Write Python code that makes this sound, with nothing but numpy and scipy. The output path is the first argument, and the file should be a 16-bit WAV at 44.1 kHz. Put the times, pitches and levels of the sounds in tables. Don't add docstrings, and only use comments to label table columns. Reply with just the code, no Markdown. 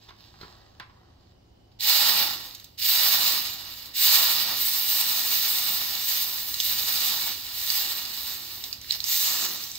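import sys
import numpy as np
from scipy import signal
from scipy.fft import rfft, irfft, next_fast_len
from scipy.io import wavfile
from scipy.ndimage import uniform_filter1d

SR = 44100
rng = np.random.default_rng(int(sys.argv[2]) if len(sys.argv) > 2 else 0)


def to_wav(s):
    ch = np.atleast_2d(s).T
    pcm = np.round(np.clip(ch, -1, 1) * 32767)
    wavfile.write(sys.argv[1], SR, pcm.astype(np.int16))


def magnitude_from_level(level_db):
    exponent = np.asarray(level_db, float) / 20
    return 10 ** exponent


N = 431298
SIZE = 8192
STEP = 32
HZ = np.maximum(np.fft.rfftfreq(SIZE, 1 / SR), 1)
T = np.arange(N) / SR

# f/Hz, level/dB per Hz
SHOP_SPECTRUM = [(13, -23), (22, -15), (64, -7), (112, -12.5), (205, -17), (310, -23), (337, -17),
                 (444, -26), (750, -26.5), (1450, -40), (3920, -45.5), (6620, -45.5), (9740, -57),
                 (12100, -59), (16000, -59)]
# f/Hz, level/dB
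FAN_LINES = [(37.7, -87), (58, -74), (80.7, -67), (107.7, -63), (269.2, -74.5), (748.3, -79)]
# loudest t/s, level/dB, swell/dB per s, fade/dB per s, body over it/dB
RUSTLES = [(.038, -58, 170, 152, -8), (.094, -54, 700, 700, 2), (.14, -73, 60, 60, -2),
           (.246, -56.5, 130, 130, -7.5), (.35, -66, 30, 34, -7), (.416, -54, 500, 170, 0),
           (.5, -61, 60, 40, 1.5), (.802, -71, 891, 400, 4), (1.0, -79.5, 24, 43, 14.5),
           (1.32, -71.5, 25, 700, -6), (1.72, -70, 900, 300, -8)]
# t/s, peak/dB, tick f/Hz, rattle/dB, thump/dB
KNOCKS = [
    (0.089, -41, 3550, -13, -19),
    (0.108, -45, 1080, -17, -15),
    (0.341, -46, 802, -16, -23),
    (0.412, -38, 4160, -13.5, -13.5),
    (0.432, -35.5, 1370, -24, -12),
    (0.442, -43, 1040, -24, -25),
    (0.449, -43, 990, -31, -8),
    (0.799, -33, 1670, -8, -34),
    (0.897, -50, 1080, -11, -16),
]
# f/Hz, width/Hz, level/dB
BENCH_MODES = [(1050, 61, 10), (1760, 120, -2), (2140, 150, 4)]
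# f/Hz, level/dB per Hz
RATTLE_SPECTRUM = [(250, -24), (600, -8), (1200, 1.5), (2400, -2.5), (3500, -10.5), (6000, -23),
                   (9000, -46)]
# start t/s, fizz/dB, wet/s, drying/dB per s, jets over fizz/dB
GUSHES = [(1.788, -22, 0.41, 70, -7), (2.772, -23.5, .55, 48, -4), (3.58, -44, .31, 200, -8.5),
          (3.932, -22.5, 0.31, 35, -3.5), (4.24, -30.5, 0.29, 71, -11), (4.507, -29.5, 0.7, 1, -0.5),
          (4.818, -30.5, 0.52, 122, -1.1), (5.303, -29.5, 0.35, 18, -1.5), (5.854, -37.5, 0.35, 13, -6.5),
          (5.978, -31.8, 0.22, 97, 0), (6.193, -40, .6, 15, 1.3), (6.55, -30, .46, 60, -2.4),
          (6.851, -30.5, 0.43, 80, -4), (7.296, -39.5, 0.28, 146, -7), (7.492, -35.5, 0.33, 132, -2),
          (7.605, -32, 0.32, 51, -3.5), (7.815, -38, 0.097, 10, -8.5), (8.076, -37, 0.28, 150, -3.5),
          (8.348, -42.5, 0.35, 146, -3.5), (8.781, -43.5, .56, 26, -6), (8.875, -27, 0.047, 352, -15),
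          (9.03, -27, 0.024, 24, -1), (9.136, -29.5, 0.29, 68, -8), (9.545, -45.5, 0.14, 41, -7.5)]
# f/Hz, level/dB per Hz
FIZZ = [(1100, -36), (1700, -11.5), (2300, -3), (3300, -0.5), (3900, 1), (5000, -2), (5600, -6),
        (6300, -35), (7500, -40)]
# f/Hz, level/dB per Hz
STEAM = [(6500, -68), (8000, -1.5), (9000, -4.5), (10000, -5), (11200, -5.5), (12200, 2), (14000, 1),
         (15600, 2.5), (17000, -3.5)]
# f/Hz, level/dB per Hz
BOIL = [(350, -42), (520, -4.5), (800, 4.5), (1100, 4.5), (1500, -2), (2000, 0), (2600, -66)]
# f/Hz, level/dB per Hz
SPRAY = [(4100, -27.5), (5100, -10), (5900, 3.5), (7500, 6), (8500, -4.5), (10000, -34)]
# f/Hz, level/dB per Hz
RUMBLE = [(90, -40.5), (160, -6), (220, -1.5), (400, -5), (520, -15.5), (800, -57)]
# f/Hz, width/Hz, level/dB
PULLEY_MODES = [(510, 23, 10.5), (887, 26, 5.5), (1216, 64, 5), (1381, 61, 8), (1895, 140, 4),
                (2450, 120, -0.5), (2700, 75, -4), (2870, 130, 5.5), (3225, 160, -5), (3690, 84, 2)]
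# t/s, peak/dB, bubble f/Hz, spray/dB
POPS = [(1.801, -32, 3960, -26), (1.806, -24, 4000, -15), (2.5085, -36, 3890, -20),
        (2.5479, -34.5, 3790, -7), (2.5972, -42.5, 3880, -5), (2.6421, -43, 5060, -4),
        (2.78, -44, 4010, -14), (2.786, -36, 4050, -24), (3.8567, -38, 4200, -7), (6.541, -23.5, 4090, -12),
        (6.6008, -14.5, 3420, -10), (6.6968, -23, 3950, -14), (7.4651, -36, 3830, -8),
        (7.6733, -31, 3900, -18), (7.7011, -16, 4700, -14), (8.0513, -28, 4900, -14), (8.32, -32, 4000, -8),
        (8.5254, -37, 4100, -17), (8.638, -24, 3890, -9.5), (8.7272, -25.5, 4830, -10),
        (8.813, -32.5, 6080, -12), (8.844, -36, 1910, -18), (8.9073, -12.5, 4100, -25),
        (8.9208, -18.5, 5240, -10), (9.0025, -21.5, 4170, -18), (9.0401, -16.5, 5470, -18.5),
        (9.6377, -25, 5600, -20), (9.6988, -49, 4690, -21), (9.7148, -24, 5930, -39),
        (9.7538, -28.5, 5100, -14)]
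# f/Hz, gain/dB
PORT_GAIN = [(2500, 0), (3300, 2.5), (3900, 8), (4900, 10.5), (5700, 3), (7000, -5), (9000, -2.5),
             (10500, -14), (11600, 1.5), (15600, 5)]
# f/Hz, phase/rad
PORT_PHASE = [(300, 0), (600, -1.2), (2600, -1.54), (3400, 1), (4000, -1.52), (5300, -2.5), (6200, -1.5)]
# f/Hz, likeness/0-1
TREBLE_LIKENESS = [(10800, 0.04), (11800, 0.72), (15600, 1)]
# f/Hz, chance/0-1
SIDE_LOST = [(6300, 0), (7200, .25), (8600, .35), (9200, .03), (10900, .05), (11600, .6), (12500, .1),
             (13500, .75), (14600, .75), (15300, .45)]
# f/Hz, chance/0-1
MID_LOST = [(6000, 0), (7200, .03), (8500, .08), (9500, .02), (10800, .02), (11500, .1), (12100, .01),
            (15500, .01)]

SHOP_DB = -55.5
ROOM_DB, ROOM_T60_S, ROOM_BASS_HZ = -5, 0.29, 350
SPREAD_S, SAG_DB_PER_S = 0.097, 6.5
FLASH_DB, FLASH_S, JETS_BUILD_S, JETS_LAG = 11.5, 0.37, 0.27, 0.51
FILM_DB, FILM_S, FILM_PER_JET = -13, 0.22, -0.42
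BIG_DB, BIG_S, BIG_PER_JET, BIG_COOLING_DB_PER_S = -13, 0.37, -0.62, 1.09
SPRAY_DB, SPRAY_COOLING_DB_PER_S, SPRAY_PER_JET = -7, 0.3549, 0.46
RUNOFF_AFTER_S, RUNOFF_SPRAY_DB = 7.05, 3.5
BORE_DB, BORE_RISE_S, BORE_WET_S, BORE_DROWNS_DB_PER_S = -45.5, 0.085, .48, 120
CRACK_DB, MIST_DB = -47, -5.5


def unit(x):
    return x / np.sqrt(np.mean(x ** 2))


def at(table, hz):
    points = np.array(table)
    return np.interp(np.log(hz), np.log(points[:, 0]), points[:, 1])


def colour(x, table, bumps=()):
    db = at(table, HZ) + sum(d / (1 + (2 * (HZ - f) / w) ** 2) for f, w, d in bumps)
    cepstrum = irfft(np.log(magnitude_from_level(db)))
    cepstrum[1:SIZE // 2] *= 2
    cepstrum[SIZE // 2 + 1:] = 0
    response = irfft(np.exp(rfft(cepstrum)))
    return signal.oaconvolve(np.atleast_2d(x), response[None], axes=1)[:, :N]


def highpass(x, hz):
    return signal.sosfilt(signal.butter(2, hz, "high", fs=SR, output="sos"), x)


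def walk(rate_hz):
    hold = int(SR / rate_hz)
    steps = np.repeat(rng.standard_normal(N // hold + 1), hold)
    return 1.135 * uniform_filter1d(uniform_filter1d(steps, hold), hold)[:N]


def bursts(per_s, spread_db, hiss):
    hit = rng.random(N) < per_s / SR
    size = np.minimum(rng.exponential(size=N), 6)
    sign = np.sign(rng.standard_normal(N))
    return unit(hit * sign * magnitude_from_level(spread_db * size)) + hiss * rng.standard_normal(N)


def ring(hz, t60_s, seconds=.3):
    t = np.arange(int(seconds * SR)) / SR
    return np.sin(2 * np.pi * hz * t) * magnitude_from_level(-60 * t / t60_s)


def add(out, x, s):
    i = int(s * SR)
    out[i:i + len(x)] += x[:N - i]


def mix(db_rows):
    return np.interp(T, T[::STEP], np.sqrt(np.sum(magnitude_from_level(db_rows) ** 2, axis=0)))


def rise_db(age_s, rise_s):
    return 20 * np.log10(1e-6 + np.tanh(age_s / rise_s))


def shop():
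    whine_and_hump = [(12400, 120, 13), (3000, 400, 9.9)]
    mid, side = colour(rng.standard_normal((2, N)), SHOP_SPECTRUM, whine_and_hump)
    side = 0.269 * side + highpass(side, 320)
    air = magnitude_from_level(SHOP_DB - 3.5 + 1.4 * walk(2.87)) * np.array([mid + side, mid - side]) / np.std(mid)
    lines = np.zeros(N)
    for hz, db in FAN_LINES:
        level = magnitude_from_level(db + 1.0 + 2.2 * walk(4.4))
        turns = hz * np.cumsum(1 + 0.01134 * walk(4.4)) / SR
        lines += level * np.sin(2 * np.pi * turns)
    return air + lines


def rustling():
    peak_s, db, swell, fade, body_db = np.transpose(RUSTLES)[..., None]
    late_s = T[::STEP] - peak_s
    cloth_db = db - np.where(late_s < 0, -swell, fade) * late_s
    grains = bursts(per_s=1500, spread_db=3.5, hiss=1.0)
    cloth = magnitude_from_level(-0.5) * unit(colour(grains, FIZZ))
    cloth += magnitude_from_level(-8.5) * unit(colour(grains, SPRAY))
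    cloth += magnitude_from_level(-12.5) * unit(colour(grains[::-1], STEAM))
    body = unit(colour(grains, BOIL))
    return (mix(cloth_db) * cloth + mix(cloth_db + body_db + 1.5) * body)[0]


def knocking():
    out = np.zeros(N)
    rattle = unit(colour(rng.standard_normal(N), RATTLE_SPECTRUM, BENCH_MODES))[0]
    t = T[:SR // 3]
    decay = magnitude_from_level(-60 * t / 0.16) + 1.6 * magnitude_from_level(-60 * t / 0.03)
    thump = ring(400, 0.024) + 0.42 * ring(187, 0.032)
    bench = ring(1010, 0.26) + 0.66 * ring(1130, .3) + 0.36 * ring(1410, 0.27) + .35 * ring(2137, .3)
    for s, db, hz, rattle_db, thump_db in KNOCKS:
        i = int(s * SR)
        add(out, magnitude_from_level(db - 1) * (ring(hz, 0.025) + magnitude_from_level(thump_db + 12) * thump), s)
        add(out, magnitude_from_level(db + rattle_db) * decay * rattle[i:i + len(t)], s)
        add(out, magnitude_from_level(db + rattle_db - 11.0) * bench, s + 0.00407)
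    return out


def gushes():
    start_s, db, wet_s, drying, jets_db = np.transpose(GUSHES)[..., None]
    age = np.maximum(T[::STEP] - start_s, 0)
    cooled_s = start_s - start_s[0]

    fizz = db + rise_db(age, SPREAD_S) - SAG_DB_PER_S * age
    fizz = fizz - drying * np.maximum(age - wet_s, 0)

    steam = fizz + jets_db + FLASH_DB * np.exp(-age / FLASH_S)
    steam = steam + JETS_LAG * rise_db(age, JETS_BUILD_S)

    film = fizz + FILM_DB + FILM_PER_JET * jets_db + rise_db(age, FILM_S)

    big = film + BIG_DB + BIG_PER_JET * jets_db
    big = big + BIG_COOLING_DB_PER_S * cooled_s + 2 * rise_db(age, BIG_S)

    spray = fizz + SPRAY_DB + SPRAY_COOLING_DB_PER_S * cooled_s + SPRAY_PER_JET * jets_db
    spray = spray + RUNOFF_SPRAY_DB * (cooled_s > RUNOFF_AFTER_S)

    first = age[:1]
    bore = BORE_DB + rise_db(first, BORE_RISE_S)
    bore = bore - BORE_DROWNS_DB_PER_S * np.maximum(first - BORE_WET_S, 0)
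    return [mix(layer) for layer in (fizz, steam, film, big, spray, bore)]


def boiling():
    wet, jets, film, big, drops, dry_bore = gushes()
    facing = bursts(per_s=2500, spread_db=3.5, hiss=2.0)
    rim = np.array([bursts(per_s=2500, spread_db=2.5, hiss=2.0) for _ in "lr"])
    crowd = facing + 0.96 * rim
    fine = crowd[:, ::-1] + 0.88 * rng.standard_normal((2, N))
    coarse = facing + 0.71 * rng.standard_normal((2, N))

    fizz = wet * magnitude_from_level(-1.5 + 0.47 * walk(30)) * unit(colour(crowd, FIZZ, PULLEY_MODES))
    spray = drops * magnitude_from_level(3.5 + 0.17 * walk(30)) * unit(colour(np.roll(crowd, 40, axis=1), SPRAY))
    boil = film * magnitude_from_level(1.0 + 0.95 * walk(23)) * unit(colour(crowd, BOIL, PULLEY_MODES))
    steam = jets * magnitude_from_level(2.5 + 0.62 * walk(40)) * unit(colour(fine, STEAM))
    rumble = big * magnitude_from_level(-1.5 + 0.68 * walk(6.5)) * unit(colour(coarse, RUMBLE))
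    bore_spectrum = [(600, -36), (760, -10.0), (850, 11), (950, 1), (1200, -48)]
    bore = dry_bore * unit(colour(facing, bore_spectrum))
    beads = facing[::-1] * (np.abs(facing[::-1]) > 9.5)
    ticks = wet ** 0.61 * magnitude_from_level(-33.5) * (unit(colour(beads, STEAM)) + unit(colour(beads, FIZZ)))
    surge = magnitude_from_level(1.3 * walk(60))
    return surge * (fizz + spray + boil + steam) + ticks + bore + rumble


def spitting():
    out, noise = np.zeros(N), rng.standard_normal(N)
    fizz = unit(colour(noise, FIZZ) + 0.87 * colour(noise, SPRAY))[0]
    steam = unit(colour(noise[::-1], STEAM))[0]
    t = T[:SR // 5]
    for s, db, hz, spray_db in POPS:
        i = int(s * SR)
        cut = t[:N - i]
        fizz_here, steam_here = fizz[i:i + len(t)], steam[i:i + len(t)]
        onset = np.minimum(cut / 0.00077, 1.5) ** 0.88
        bubble = magnitude_from_level(13.5) * ring(hz, 0.0034)[:len(cut)] * onset
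        crack = magnitude_from_level(CRACK_DB - db) * steam_here + magnitude_from_level(-18) * fizz_here
        crack = crack * magnitude_from_level(-60 * cut / 0.0076)
        decay = magnitude_from_level(spray_db - 60 * cut / 0.03) + magnitude_from_level(spray_db - 5 - 60 * cut / 0.1)
        spray = decay * (fizz_here + magnitude_from_level(MIST_DB) * steam_here)
        add(out, magnitude_from_level(db) * (bubble + crack + spray), s + .001)
    return out


def room(x):
    t = T[:SR // 2]
    mid, side = rng.standard_normal((2, len(t))) * magnitude_from_level(-60 * t / ROOM_T60_S) * (t > .003)
    side = highpass(side, ROOM_BASS_HZ)
    echoes = np.array([mid + side, mid - side]) / np.sqrt(2 * np.sum(mid ** 2))
    echoes = signal.sosfilt(signal.butter(1, 5000, fs=SR, output="sos"), echoes)
    return magnitude_from_level(ROOM_DB) * signal.fftconvolve(x[None], echoes, axes=1)[:, :N]


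def scene():
    near = boiling() + spitting() + rustling() + knocking()
    return magnitude_from_level(-1.0) * (near + room(near[0])) + shop()


def treble_dropouts(pair):
    hz, _, (mid, side) = signal.stft([pair[0] + pair[1], pair[0] - pair[1]], SR, nperseg=512)
    hz = np.maximum(hz, 1)
    frames = mid.shape[1]
    band = (hz // 520).astype(int)
    luck = rng.random((3, 64, frames // 9 + 1))[:, band].repeat(9, axis=2)[..., :frames]
    jump = magnitude_from_level(6.3 * (luck[2] - .5) * (hz[:, None] > 5800))
    side = side * jump * (luck[0] > at(SIDE_LOST, hz)[:, None])
    mid = mid * jump * (luck[1] > at(MID_LOST, hz)[:, None])
    mid, side = signal.istft([mid, side], SR, nperseg=512)[1][:, :N] / 2
    return np.array([mid + side, mid - side])


def top_cut(x):
    return signal.sosfilt(signal.butter(12, 17020, fs=SR, output="sos"), x)


def record(dry):
    size = next_fast_len(N + SIZE)
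    hz = np.maximum(np.fft.rfftfreq(size, 1 / SR), 1)
    left, right = rfft(dry, size)
    share = np.clip(at(TREBLE_LIKENESS, hz), 0, 1)
    turned = right * np.exp(1j * at(PORT_PHASE, hz))
    right = magnitude_from_level(at(PORT_GAIN, hz)) * (share * left + np.sqrt(1 - share ** 2) * turned)
    top = signal.ellip(12, .3, 55, 15740, fs=SR, output="sos")
    pair = signal.sosfilt(top, irfft([left, right], size)[:, :N])
    return top_cut(treble_dropouts(pair))


dry = scene()
out = record(dry)
to_wav(out)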